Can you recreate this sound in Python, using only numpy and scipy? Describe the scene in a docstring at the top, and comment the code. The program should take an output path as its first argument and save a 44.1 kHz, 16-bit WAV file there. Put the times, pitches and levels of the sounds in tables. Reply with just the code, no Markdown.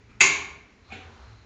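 """A faint dry creak, then one hard metallic clack that rings in a bare brick room; later a soft, loose clunk
and a little rolling on carpet with a thin scrape, over low thumps, room rumble and hiss.
A loaded aluminium hand truck is tipped back, its support leg snaps home and the load settles.
Blows are short noise cracks, decaying modes and dense room washes; rolling, scrape and air are shaped noise.
A small microphone rounds the loudest peaks and dulls the top."""
import sys
import numpy as np
from scipy import signal
from scipy.fft import rfft, irfft
from scipy.io import wavfile
from scipy.ndimage import uniform_filter1d

SR = 44100
rng = np.random.default_rng(int(sys.argv[2]) if len(sys.argv) > 2 else 0)


def transcribe(u):
    """Save the signal u as a 16-bit wav file named by the first command-line argument.

    u: samples, shape (n,) or (channels, n), limited to [-1, 1]; the rate is SR.
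    q: integer samples, one column per channel.
    """
    v = np.clip(np.atleast_2d(u).T, -1, 1)
    q = np.round(v * 32767).astype(np.int16)
    wavfile.write(sys.argv[1], SR, q)


N = 63945  # length in samples

# Background air of the room. Each row: frequency in Hz, relative spectrum level in dB.
AIR_COLOUR = [(25, -21.5), (48, 0.5), (65, -1), (110, -3.5), (160, -12.5), (230, -7), (310, -14.5),
              (420, -10.5), (560, -21), (1200, -21.5), (2300, -19.5), (3200, -29), (7000, -32.5),
              (8000, -54)]
# Rolling of the wheels over time. Each row: time in seconds, level in dB.
ROLL_LEVEL = [(0.8, -91), (0.9, -55), (1.08, -55), (1.22, -54.5), (1.32, -57.5), (1.45, -66.5)]
# Tone of tyres on carpet. Each row: frequency in Hz, relative spectrum level in dB.
TYRE_COLOUR = [(150, -11), (550, -5), (850, -1), (1350, 0), (1900, -10.5), (3000, -13.5), (7000, -21.5),
               (8000, -42)]
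# Thin scrape of sliding metal over time. Each row: time in seconds, level in dB.
SCRAPE_LEVEL = [(0.78, -81.5), (0.88, -62.5), (1.05, -72), (1.33, -66.5), (1.45, -68)]
# Creak of the frame as it takes the strain. Each row: frequency in Hz, relative spectrum level in dB.
CREAK_COLOUR = [(150, -15), (230, 0), (330, -8), (600, -22), (1050, -20), (1310, -9), (1700, -25),
                (2430, -14), (3200, -28), (8000, -50)]
# Soft thumps of the load rocking on the floor. Each row: start in seconds, pitch in Hz, level in dB.
THUMPS = [(0.0, 108.9, -50), (0.125, 114.3, -45.5), (0.361, 73.9, -41.5), (0.46, 73, -44),
          (0.881, 87.4, -43.5), (1.031, 82.9, -48), (1.184, 64.4, -42), (1.26, 107.7, -41.5)]
# Loose contacts of the settling load. Each row: start in seconds, level in dB applied to modes and wash.
CLUNKS = [(0.904, -10.5), (0.9155, -7.5), (0.9203, 1.5), (0.953, -6.5), (1.009, -14)]
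# Modes of the loaded truck. Each row: frequency in Hz, level in dB before the contact's own, t60 in seconds.
LOAD_MODES = [(86.7, -43, 0.81), (219, -54.5, 0.65), (420, -85, 0.49), (753, -44, 0.59), (786, -48.5, 0.39),
              (2218, -43.5, 0.35), (2422, -29, 0.027)]
# Dense wash of each clunk. Each row: frequency in Hz, relative spectrum level in dB.
CLUNK_COLOUR = [(30, -42), (60, -21), (86, -9), (142, -13.5), (234, -7), (350, -12.5), (410, -6),
                (540, -19.5), (774, -14), (935, -36), (1550, -11), (1900, -16.5), (2350, -9.5), (2900, -15),
                (3700, -15), (4300, -21), (4800, -32.5), (7200, -28), (8000, -49), (9500, -70)]
# Leg latch: a light touch, the snap, two rebounds. Each row: start in seconds, relative crack level in dB.
SNAPS = [(0.2012, -22.5), (0.2062, -2), (0.2106, 0), (0.2154, 0.5)]
# Crack of each latch contact. Each row: frequency in Hz, relative spectrum level in dB.
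CRACK_COLOUR = [(200, -34.5), (1500, -8), (2300, 2), (3400, -10), (5200, -15), (6700, -4), (7800, -14),
                (9000, -41.5)]
# Modes of the latch and frame. Each row: frequency in Hz, level in dB, t60 in seconds.
FRAME_MODES = [(1040, -30, .45), (1073, -29, .6), (1510, -31, .3), (2075, -9, .13), (2120, -20, .55),
               (2140, -24, .6), (2224, -19.5, .62), (2311, -21, .36), (2340, -23, .62), (2481, -26, .55),
               (2525, -27, .5), (2616, -13, .2), (2644, -14, .18), (2734, -23, .48), (3962, -34, .54),
               (4643, -27, .35), (4834, -36, .43), (6390, -21, .2), (6634, -23, .32), (6666, -26, .34),
               (6958, -25, .34), (7117, -26, .34)]
# Hollow panel modes of the load. Each row: frequency in Hz, level in dB, t60 in seconds.
PANEL_MODES = [(383.2, -12.5, 0.26), (411.3, -31.5, .7), (312.7, -30.5, .5), (241, -39.5, 0.62)]
# Dense ring of the frame in the room. 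Each row: frequency in Hz, relative spectrum level in dB.
CLANG_COLOUR = [(30, -43), (60, -18.5), (100, -17), (140, -19), (280, -21), (400, -14), (500, -22.5),
                (790, -15.5), (900, -13.5), (1040, -7.5), (1310, -16), (1550, -10), (1900, -9), (2150, 0),
                (2650, -5.5), (2850, -9.5), (3430, -12.5), (4700, -12), (5110, -19), (6000, -9.5),
                (6700, -3.5), (7600, -17), (8000, -38.5), (8400, -24.5), (9000, -42), (9600, -69.5)]
# Decay of the room. Each row: frequency in Hz, t60 in seconds before a wash's own decay factor.
ROOM_T60 = [(80, 1.0), (350, 0.95), (1000, 0.76), (2250, 0.61), (3200, 0.61), (5000, .49), (7000, 0.45),
            (9000, 0.31)]

AIR_DB = -56
SCRAPE_HZ, SCRAPE_WIDTH_HZ = 4130, 300
CREAK_START_S, CREAK_DB = .088, -52
THUMP_RISE_S, THUMP_T60_S = 0.019, 0.64
CLUNK_WASH_DB, CLUNK_BUILD_S, CLUNK_DECAY_FACTOR = -42.5, 0.0016, 0.86
CRACK_DB, CRACK_RISE_S, CRACK_T60_S = -12.5, 0.00033, .03
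PANEL_BUILD_S = 0.11
CLANG_DB, CLANG_BUILD_S = -14.5, 0.0027
MODE_SPACING_HZ, MODE_SPREAD_DB = 9, 7  # unevenness of a wash, at most this far up or down before scaling
MIC_HZ, TOP_HZ = 9200, 15900  # low-pass corners before and after the clipping
OVERLOAD, CLIP = 0.88, 0.77  # soft and hard ceilings, in full-scale amplitude


def undb(db):
    """Decibels to gain."""
    return 10 ** (np.asarray(db) / 20)


def along(hz, points):
    """Read (Hz, value) points on a log-frequency axis."""
    f, v = np.array(points, float).T
    return np.interp(np.log(np.maximum(hz, 1)), np.log(f), v)


def noise(colour):
    """Random-phase noise of rms 1 with the given colour."""
    hz = np.arange(N // 2 + 1) * SR / N
    phase = np.exp(2j * np.pi * rng.random(len(hz)))
    x = irfft(phase * undb(along(hz, colour)), N)
    return x / x.std()


def fade(start, rise, t60):
    """Envelope of a blow: exponential rise and decay, silent before the start."""
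    age = np.maximum(np.arange(N) / SR - start, 0)
    return (1 - np.exp(-age / rise)) * np.exp(-np.log(1000) * age / t60)


def curve(points):
    """Gain from (s, dB) points."""
    return undb(np.interp(np.arange(N) / SR, *np.array(points).T))


def ring(start, modes, rise, waver):
    """Decaying modes whose strength and phase waver as reflections mix in."""
    age = np.arange(N) / SR - start
    knots = np.linspace(0, N / SR, num=48)
    mixing = waver * (1 - np.exp(-np.maximum(age, 0) / 0.024))
    out = 0
    for hz, db, t60 in modes:
        drift = rng.standard_normal(len(knots)) + 1j * rng.standard_normal(len(knots))
        echo = np.interp(age, knots, drift)
        tone = np.imag((1 + mixing * echo) * np.exp(2j * np.pi * hz * age))
        out = out + undb(db) * fade(start, rise, t60) * tone
    return out


def wash(start, colour, rise, decay=1):
    """Countless modes of uneven strength, each band dying at the room's rate times the decay factor."""
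    hz = np.arange(N // 2 + 1) * SR / N
    chance = rng.standard_normal(len(hz))
    bumps = np.interp(hz / MODE_SPACING_HZ, np.arange(len(hz)), chance)
    uneven = undb(MODE_SPREAD_DB * np.tanh(bumps))
    spectrum = rfft(noise(colour)) * uneven / np.sqrt(np.mean(uneven ** 2))
    centres = [f for f, _ in ROOM_T60]
    out = 0
    # Neighbouring bands crossfade: each has weight 1 at its own centre and 0 at the others.
    for share, (_, t60) in zip(np.eye(len(centres)), ROOM_T60):
        weight = along(hz, list(zip(centres, share)))
        out = out + irfft(spectrum * weight, N) * fade(start, rise, t60 * decay)
    return out


def air():
    """Steady low room rumble and hiss, as coloured noise."""
    return undb(AIR_DB) * noise(AIR_COLOUR)


def wheels():
    """Tyres rolling on carpet as noise that swells and fades."""
    return noise(TYRE_COLOUR) * curve(ROLL_LEVEL)


def metal_scrape():
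    """Thin sliding metal: noise through one narrow resonance."""
    b, a = signal.iirpeak(SCRAPE_HZ, SCRAPE_HZ / SCRAPE_WIDTH_HZ, fs=SR)
    scrape = signal.lfilter(b, a, noise(TYRE_COLOUR))
    return scrape / scrape.std() * curve(SCRAPE_LEVEL)


def creak():
    """The frame takes the strain: a faint, dry wash of modes."""
    return undb(CREAK_DB) * wash(CREAK_START_S, CREAK_COLOUR, rise=.005)


def thumps():
    """The load rocks on the floor: one soft low mode per thump."""
    out = 0
    for start, hz, db in THUMPS:
        out = out + ring(start, [(hz, db, THUMP_T60_S)], rise=THUMP_RISE_S, waver=.25)
    return out


def load_clunks():
    """The load settles in loose contacts, each exciting the truck's modes and a dense wash."""
    out = 0
    for start, db in CLUNKS:
        body = ring(start, LOAD_MODES, rise=.0008, waver=0.23)
        tail = wash(start, CLUNK_COLOUR, CLUNK_BUILD_S, CLUNK_DECAY_FACTOR)
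        out = out + undb(db) * (body + undb(CLUNK_WASH_DB) * tail)
    return out


def latch():
    """Every contact cracks; the snap also sets the frame, the load's panels and the room ringing."""
    cracks = 0
    for start, db in SNAPS:
        burst = noise(CRACK_COLOUR) * fade(start, CRACK_RISE_S, CRACK_T60_S)
        cracks = cracks + undb(db + CRACK_DB) * burst
    snap, _ = SNAPS[1]  # the second contact, after the light touch
    frame = ring(snap, FRAME_MODES, rise=.0018, waver=.35)
    panels = ring(snap, PANEL_MODES, rise=PANEL_BUILD_S, waver=0.058)
    clang = undb(CLANG_DB) * wash(snap, CLANG_COLOUR, CLANG_BUILD_S)
    return cracks + frame + panels + clang


def scene():
    """Truck and room, in mono."""
    truck = wheels() + metal_scrape() + creak() + thumps() + load_clunks() + latch()
    return (air() + truck)[None]


def record(dry):
    """The microphone rounds the peaks and loses its top treble; what still passes the ceiling clips."""
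    rounded = dry / (1 + (dry / OVERLOAD) ** 4) ** (1 / 4)
    mic_lowpass = signal.cheby1(8, .1, MIC_HZ, fs=SR, output="sos")
    narrow = signal.sosfiltfilt(mic_lowpass, rounded)
    clipped = np.clip(narrow, -CLIP, CLIP)
    top_lowpass = signal.ellip(8, .2, 70, TOP_HZ, fs=SR, output="sos")
    return signal.sosfilt(top_lowpass, clipped)


dry = scene()
out = record(dry)
transcribe(out)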